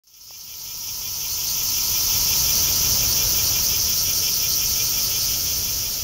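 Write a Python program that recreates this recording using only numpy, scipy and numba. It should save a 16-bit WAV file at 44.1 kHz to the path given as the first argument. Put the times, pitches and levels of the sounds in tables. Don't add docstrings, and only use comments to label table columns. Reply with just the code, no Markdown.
import sys
import numpy as np
from scipy import signal
from scipy.fft import rfft, irfft
from scipy.io import wavfile
from scipy.ndimage import uniform_filter1d
from numba import njit

SR = 44100
rng = np.random.default_rng(int(sys.argv[2]) if len(sys.argv) > 2 else 0)


def amplitude_ratio(level_db):
    exponent = np.asarray(level_db, float) / 20
    return 10 ** exponent


def materialize(psi):
    bounded = np.clip(np.atleast_2d(psi).T, -1, 1)
    quanta = np.round(bounded * 32767).astype(np.int16)
    wavfile.write(sys.argv[1], SR, quanta)


N = 266099


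def level(x, db):
    return x * amplitude_ratio(db) / np.sqrt(np.mean(x ** 2))


def between(ends, share):
    return ends[0] + (ends[1] - ends[0]) * share


def swell(at, start, attack, hold, release):
    corners = start + np.cumsum([0, attack, hold, release])
    return np.interp(at, corners, [0, 1, 1, 0])


def walk(rate):
    k = int(SR / rate)
    held = np.repeat(rng.standard_normal(N // 200)[:N // k + 1], k)
    smooth = uniform_filter1d(uniform_filter1d(held, k), k)[:N]
    return smooth / smooth.std()


@njit
def svf(x, hz, width):
    y, band, low = np.empty(len(x)), 0., 0.
    for i in range(len(x)):
        g = np.tan(np.pi * hz[i] / SR)
        k = width / hz[i]
        v = (band + g * (x[i] - low)) / (1 + g * (g + k))
        band = 2 * v - band
        low = low + 2 * g * v
        y[i] = k * v
    return y


def ring(x, hz, width_hz):
    hz = np.clip(hz, 20, .45 * SR) * np.ones(N)
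    return svf(svf(x, hz, 1. * width_hz), hz, 1. * width_hz)


def clicks(rate_hz, jitter_s, scatter_db, weak_db=0, weak_late_s=0):
    cycles = np.cumsum(rate_hz) / SR
    k = np.arange(1, int(cycles[-1]))
    chance = rng.standard_normal((N // 50, 2))[:len(k)].T
    odd = k % 2
    at = np.interp(k, cycles, np.arange(N)) + SR * (jitter_s * chance[0] + weak_late_s * odd)
    weak_here_db = (weak_db * np.ones(N))[np.clip(at, 0, N - 1).astype(int)]
    size = amplitude_ratio(scatter_db * chance[1] + weak_here_db * odd)
    taps = np.floor(at)[:, None] + np.arange(-7, 9)
    offset = taps - at[:, None]
    shape = np.sinc(offset) * np.cos(np.pi * offset / 16) ** 2
    index = np.clip(taps, 0, N - 1).astype(int)
    return np.bincount(index.ravel(), (size[:, None] * shape).ravel(), N)


def colour(spectrum, swell_db, flicker_db, flicker_rate):
    log_hz, db = np.log(np.transpose(spectrum)[0]), np.transpose(spectrum)[1]
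    f = np.log(np.fft.rfftfreq(N, 1 / SR) + 1)
    shaped = rfft(rng.standard_normal(N)) * amplitude_ratio(np.interp(f, log_hz, db, left=-90))
    common_db = swell_db * walk(.8)
    third_octave = np.log(2) / 3
    out = 0
    for centre in np.arange(log_hz[0], min(log_hz[-1] + 1, np.log(SR / 2)), third_octave):
        share = np.clip(1 - abs(f - centre) / third_octave, 0, 1)
        out = out + amplitude_ratio(common_db + flicker_db * walk(flicker_rate)) * irfft(shaped * share, N)
    return out


def leaves(x, t60_s, wet_db):
    t = np.arange(int(.4 * SR)) / SR
    tail = rng.standard_normal(len(t)) * np.exp(-np.log(1000) * t / t60_s)
    tail = tail / np.sqrt(np.sum(tail ** 2))
    return x + amplitude_ratio(wet_db) * signal.fftconvolve(x, tail)[:N]


def far_chorus():
    # (frequency [Hz], density [dB/Hz])
    chorus = [(1800, -35), (2300, -24.5), (3000, -17.5), (3800, -20.5), (4500, -12), (5200, -4),
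              (5800, -0.7), (6500, -0.4), (7300, 0.5), (8500, -7), (9700, -20.5), (11500, -14),
              (13500, -16), (15500, -15.5)]
    return level(colour(chorus, swell_db=1.12, flicker_db=0.36, flicker_rate=11), 3.55)


def near_cicada(t):
    # (time [s], pumping [strokes/s])
    pumping = [
        (0, 14.98),
        (1.25, 15.21),
        (2.5, 14.9),
        (3.75, 15.13),
        (4.5, 14.77),
        (5.25, 15.08),
    ]
    since, pace = np.transpose(pumping)
    pace_now = pace[np.searchsorted(since, t, "right") - 1]
    strokes = .07 + np.cumsum(pace_now) / SR + .015 * walk(12)
    taut = 1 - swell(strokes % 1, start=0, attack=.15, hold=.2, release=.28)
    low_hz, high_hz = between((5850, 8100), taut), between((11600, 14900), taut)
    weak_db = between((-2, -6.5), taut)
    low_db = between((2, -4), taut) - 5.5 * np.sin(np.pi * taut)
    high_db = between((-8.5, -.5), taut ** 1.5)
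    pair_hz = 184.1 + .85 * t
    tymbal = clicks(2 * pair_hz, jitter_s=.00008, scatter_db=1.3, weak_db=weak_db, weak_late_s=.0002)
    low = level(ring(tymbal, low_hz, width_hz=1100), -4.5) * amplitude_ratio(low_db)
    high = level(ring(tymbal, high_hz, width_hz=3900), -8) * amplitude_ratio(high_db + .8 * walk(15))
    return leaves(low + high, t60_s=.04, wet_db=-6)


def second_cicada(t):
    # (centre [Hz], width [Hz], level [dB])
    low_voice = [
        (2130, 160, -13),
        (2385, 200, 0),
        (2700, 350, -2.5),
        (3080, 450, 0),
        (3460, 300, -.5),
    ]
    share = (.47 + 5.515 * t + .035 * t ** 2 / 2) % 1
    low_half = swell(share, start=0, attack=.11, hold=.35, release=.14)
    high_half = swell(share, start=.43, attack=.3, hold=.17, release=.1)
    low_rate_hz = 349 - 42 * np.exp(-share / .2)
    rate_hz = between((low_rate_hz, 444), np.sqrt(high_half)) * (1 + .006 * walk(9))
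    high_hz = between((3750, 4600), high_half)
    silent_db = -22
    low_db, high_db = silent_db * (1 - low_half), silent_db * (1 - high_half)
    buzz = clicks(rate_hz, jitter_s=.00002, scatter_db=1.3)
    rasp = clicks(rate_hz, jitter_s=.00004, scatter_db=2.5)
    low = 0
    for k, (hz, width_hz, db) in enumerate(low_voice):
        low = low + (-1) ** k * amplitude_ratio(db + 1.2 * walk(7)) * ring(buzz, hz, width_hz)
    high = level(ring(rasp, high_hz, width_hz=760), -13.5)
    high = high + level(ring(rasp, 1.923 * high_hz, width_hz=1350), -12)
    song = level(low, -17.0) * amplitude_ratio(low_db) + high * amplitude_ratio(high_db + 1.6 * walk(6.14))
    return leaves(song * amplitude_ratio(1.9), t60_s=.15, wet_db=-7)


def neighbours():
    # (click rate [Hz], ring [Hz], width [Hz], level [dB])
    singers = [
        (410.3, 5620, 960, -6.5),
        (470.8, 6080, 1100, -6),
    ]
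    out = 0
    for rate_hz, hz, width_hz, db in singers:
        tymbal = clicks(rate_hz * (1 + .012 * walk(6)), jitter_s=.00003, scatter_db=2.5)
        song = level(ring(tymbal, hz * (1 + .03 * walk(5)), width_hz), db)
        out = out + song * amplitude_ratio(1.5 * walk(14))
    return leaves(out, t60_s=0.36, wet_db=-6)


def town(t):
    # (frequency [Hz], density [dB/Hz])
    traffic = [(12, -35), (20, -4), (43, 0.5), (107, 1), (178, -8.5), (290, -13.5), (500, -13.5),
               (729, -19), (967, -17), (1240, -20), (1330, -18), (1490, -20), (1800, -22.5), (2340, -34),
               (3960, -120)]
    # (frequency [Hz], level [dB rms])
    lines = [
        (1303, -51),
        (1421, -61),
    ]
    rumble = level(colour(traffic, swell_db=-2.2, flicker_db=0.5, flicker_rate=5.4), -5.0) * amplitude_ratio(-13)
    car_passes_s, car_near_s = 1.66, 1.48
    tyre_db = -21 - 10 * np.log10(1 + ((t - car_passes_s) / car_near_s) ** 4)
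    tyres = level(ring(rng.standard_normal(N), 956, width_hz=300), -7.5) * amplitude_ratio(tyre_db)
    whine = 0
    for hz, db in lines:
        strength = amplitude_ratio(db + 20 + 1.2 * walk(4))
        phase = 2 * np.pi * np.cumsum(hz + .7 * walk(5)) / SR
        whine = whine + strength * np.sin(phase)
    return rumble + tyres + whine


def tick(t):
    # (time [s], peak level [dB], frequency [Hz])
    taps = [
        (.3088, -36, 800),
    ]
    out = 0
    for s, db, hz in taps:
        cycle = np.cos(2 * np.pi * hz * (t - s))
        overtone = amplitude_ratio(-14) * np.cos(2 * np.pi * 2.5 * hz * (t - s))
        out = out - amplitude_ratio(db) * np.exp(-((t - s) * hz / 0.64) ** 2) * (cycle + overtone)
    return out


def slips(hz):
    # (time [s], low edge [Hz], high edge [Hz], level [dB])
    bursts = [
        (.723, 5160, 6300, -40),
        (2.929, 6860, 8300, -38),
        (2.929, 10400, 12500, -34),
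        (2.929, 13800, 15700, -29),
        (3.463, 8300, 11100, -39),
        (3.463, 13200, 14500, -34),
    ]
    t, noise, out = np.arange(N) / SR, rfft(rng.standard_normal(N)), 0
    for s, low_hz, high_hz, db in bursts:
        window = np.cos(np.pi / 2 * np.clip((t - s) / .021, -1, 1))
        band = irfft(noise * (hz > low_hz) * (hz < high_hz), N)
        out = out + window * level(band, db)
    return out * np.array([[1], [-1]])


def third_cicada(t):
    joins_s, attack_s, settle_s = 3.75, .25, .4
    tymbal = clicks(440 * (1 + .01 * walk(4)), jitter_s=0.00018, scatter_db=-3.5)
    song = level(ring(tymbal, 8500, width_hz=600) + amplitude_ratio(-3) * ring(tymbal, 9050, width_hz=500), 0)
    since = t - joins_s - attack_s
    joins = np.clip(1 + since / attack_s, 0, 1) ** 2
    effort_db = -12.5 + 3.5 * np.exp(-np.maximum(since, 0) / settle_s)
    return leaves(song * joins * amplitude_ratio(effort_db + 1.6 * walk(3.4)), t60_s=0.36, wet_db=-11.0)


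def fader(t):
    step_s, offset_s = 1 / 15, .0367
    fade_in_s, fade_out_from_s, fade_out_s = 2.4, 4.8, 2.15
    s = offset_s + step_s * np.round((t - offset_s) / step_s)
    rise = np.clip((s + 0.0075) / fade_in_s, 0, 1) ** 1.2
    fall = np.clip(1 - (s - fade_out_from_s) / fade_out_s, 0, 1)
    open_s = np.clip(s - fade_in_s, 0, fade_out_from_s - fade_in_s)
    return rise * fall * amplitude_ratio(-22.3 - .4 * open_s)


def scene():
    t = np.arange(N) / SR
    chorus = far_chorus()
    cicadas = near_cicada(t) + second_cicada(t) + third_cicada(t) + neighbours()
    trees = cicadas + chorus + town(t)
    return np.tile(trees * fader(t) + tick(t) / 2, (2, 1))


def low_pass(x):
    return signal.sosfilt(signal.butter(12, 16830, fs=SR, output="sos"), x)


def record(dry):
    null_hz, match, top_hz, start_s = 7862, .999, 15730, .0364
    hz = np.fft.rfftfreq(N, 1 / SR)
    ports = 1 + match * np.exp(-1j * np.pi * hz / null_hz)
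    summed = irfft(rfft(dry) * ports * (hz < top_hz), N)
    started = np.arange(N) > start_s * SR
    return low_pass(summed * started + slips(hz))


dry = scene()
out = record(dry)
materialize(out)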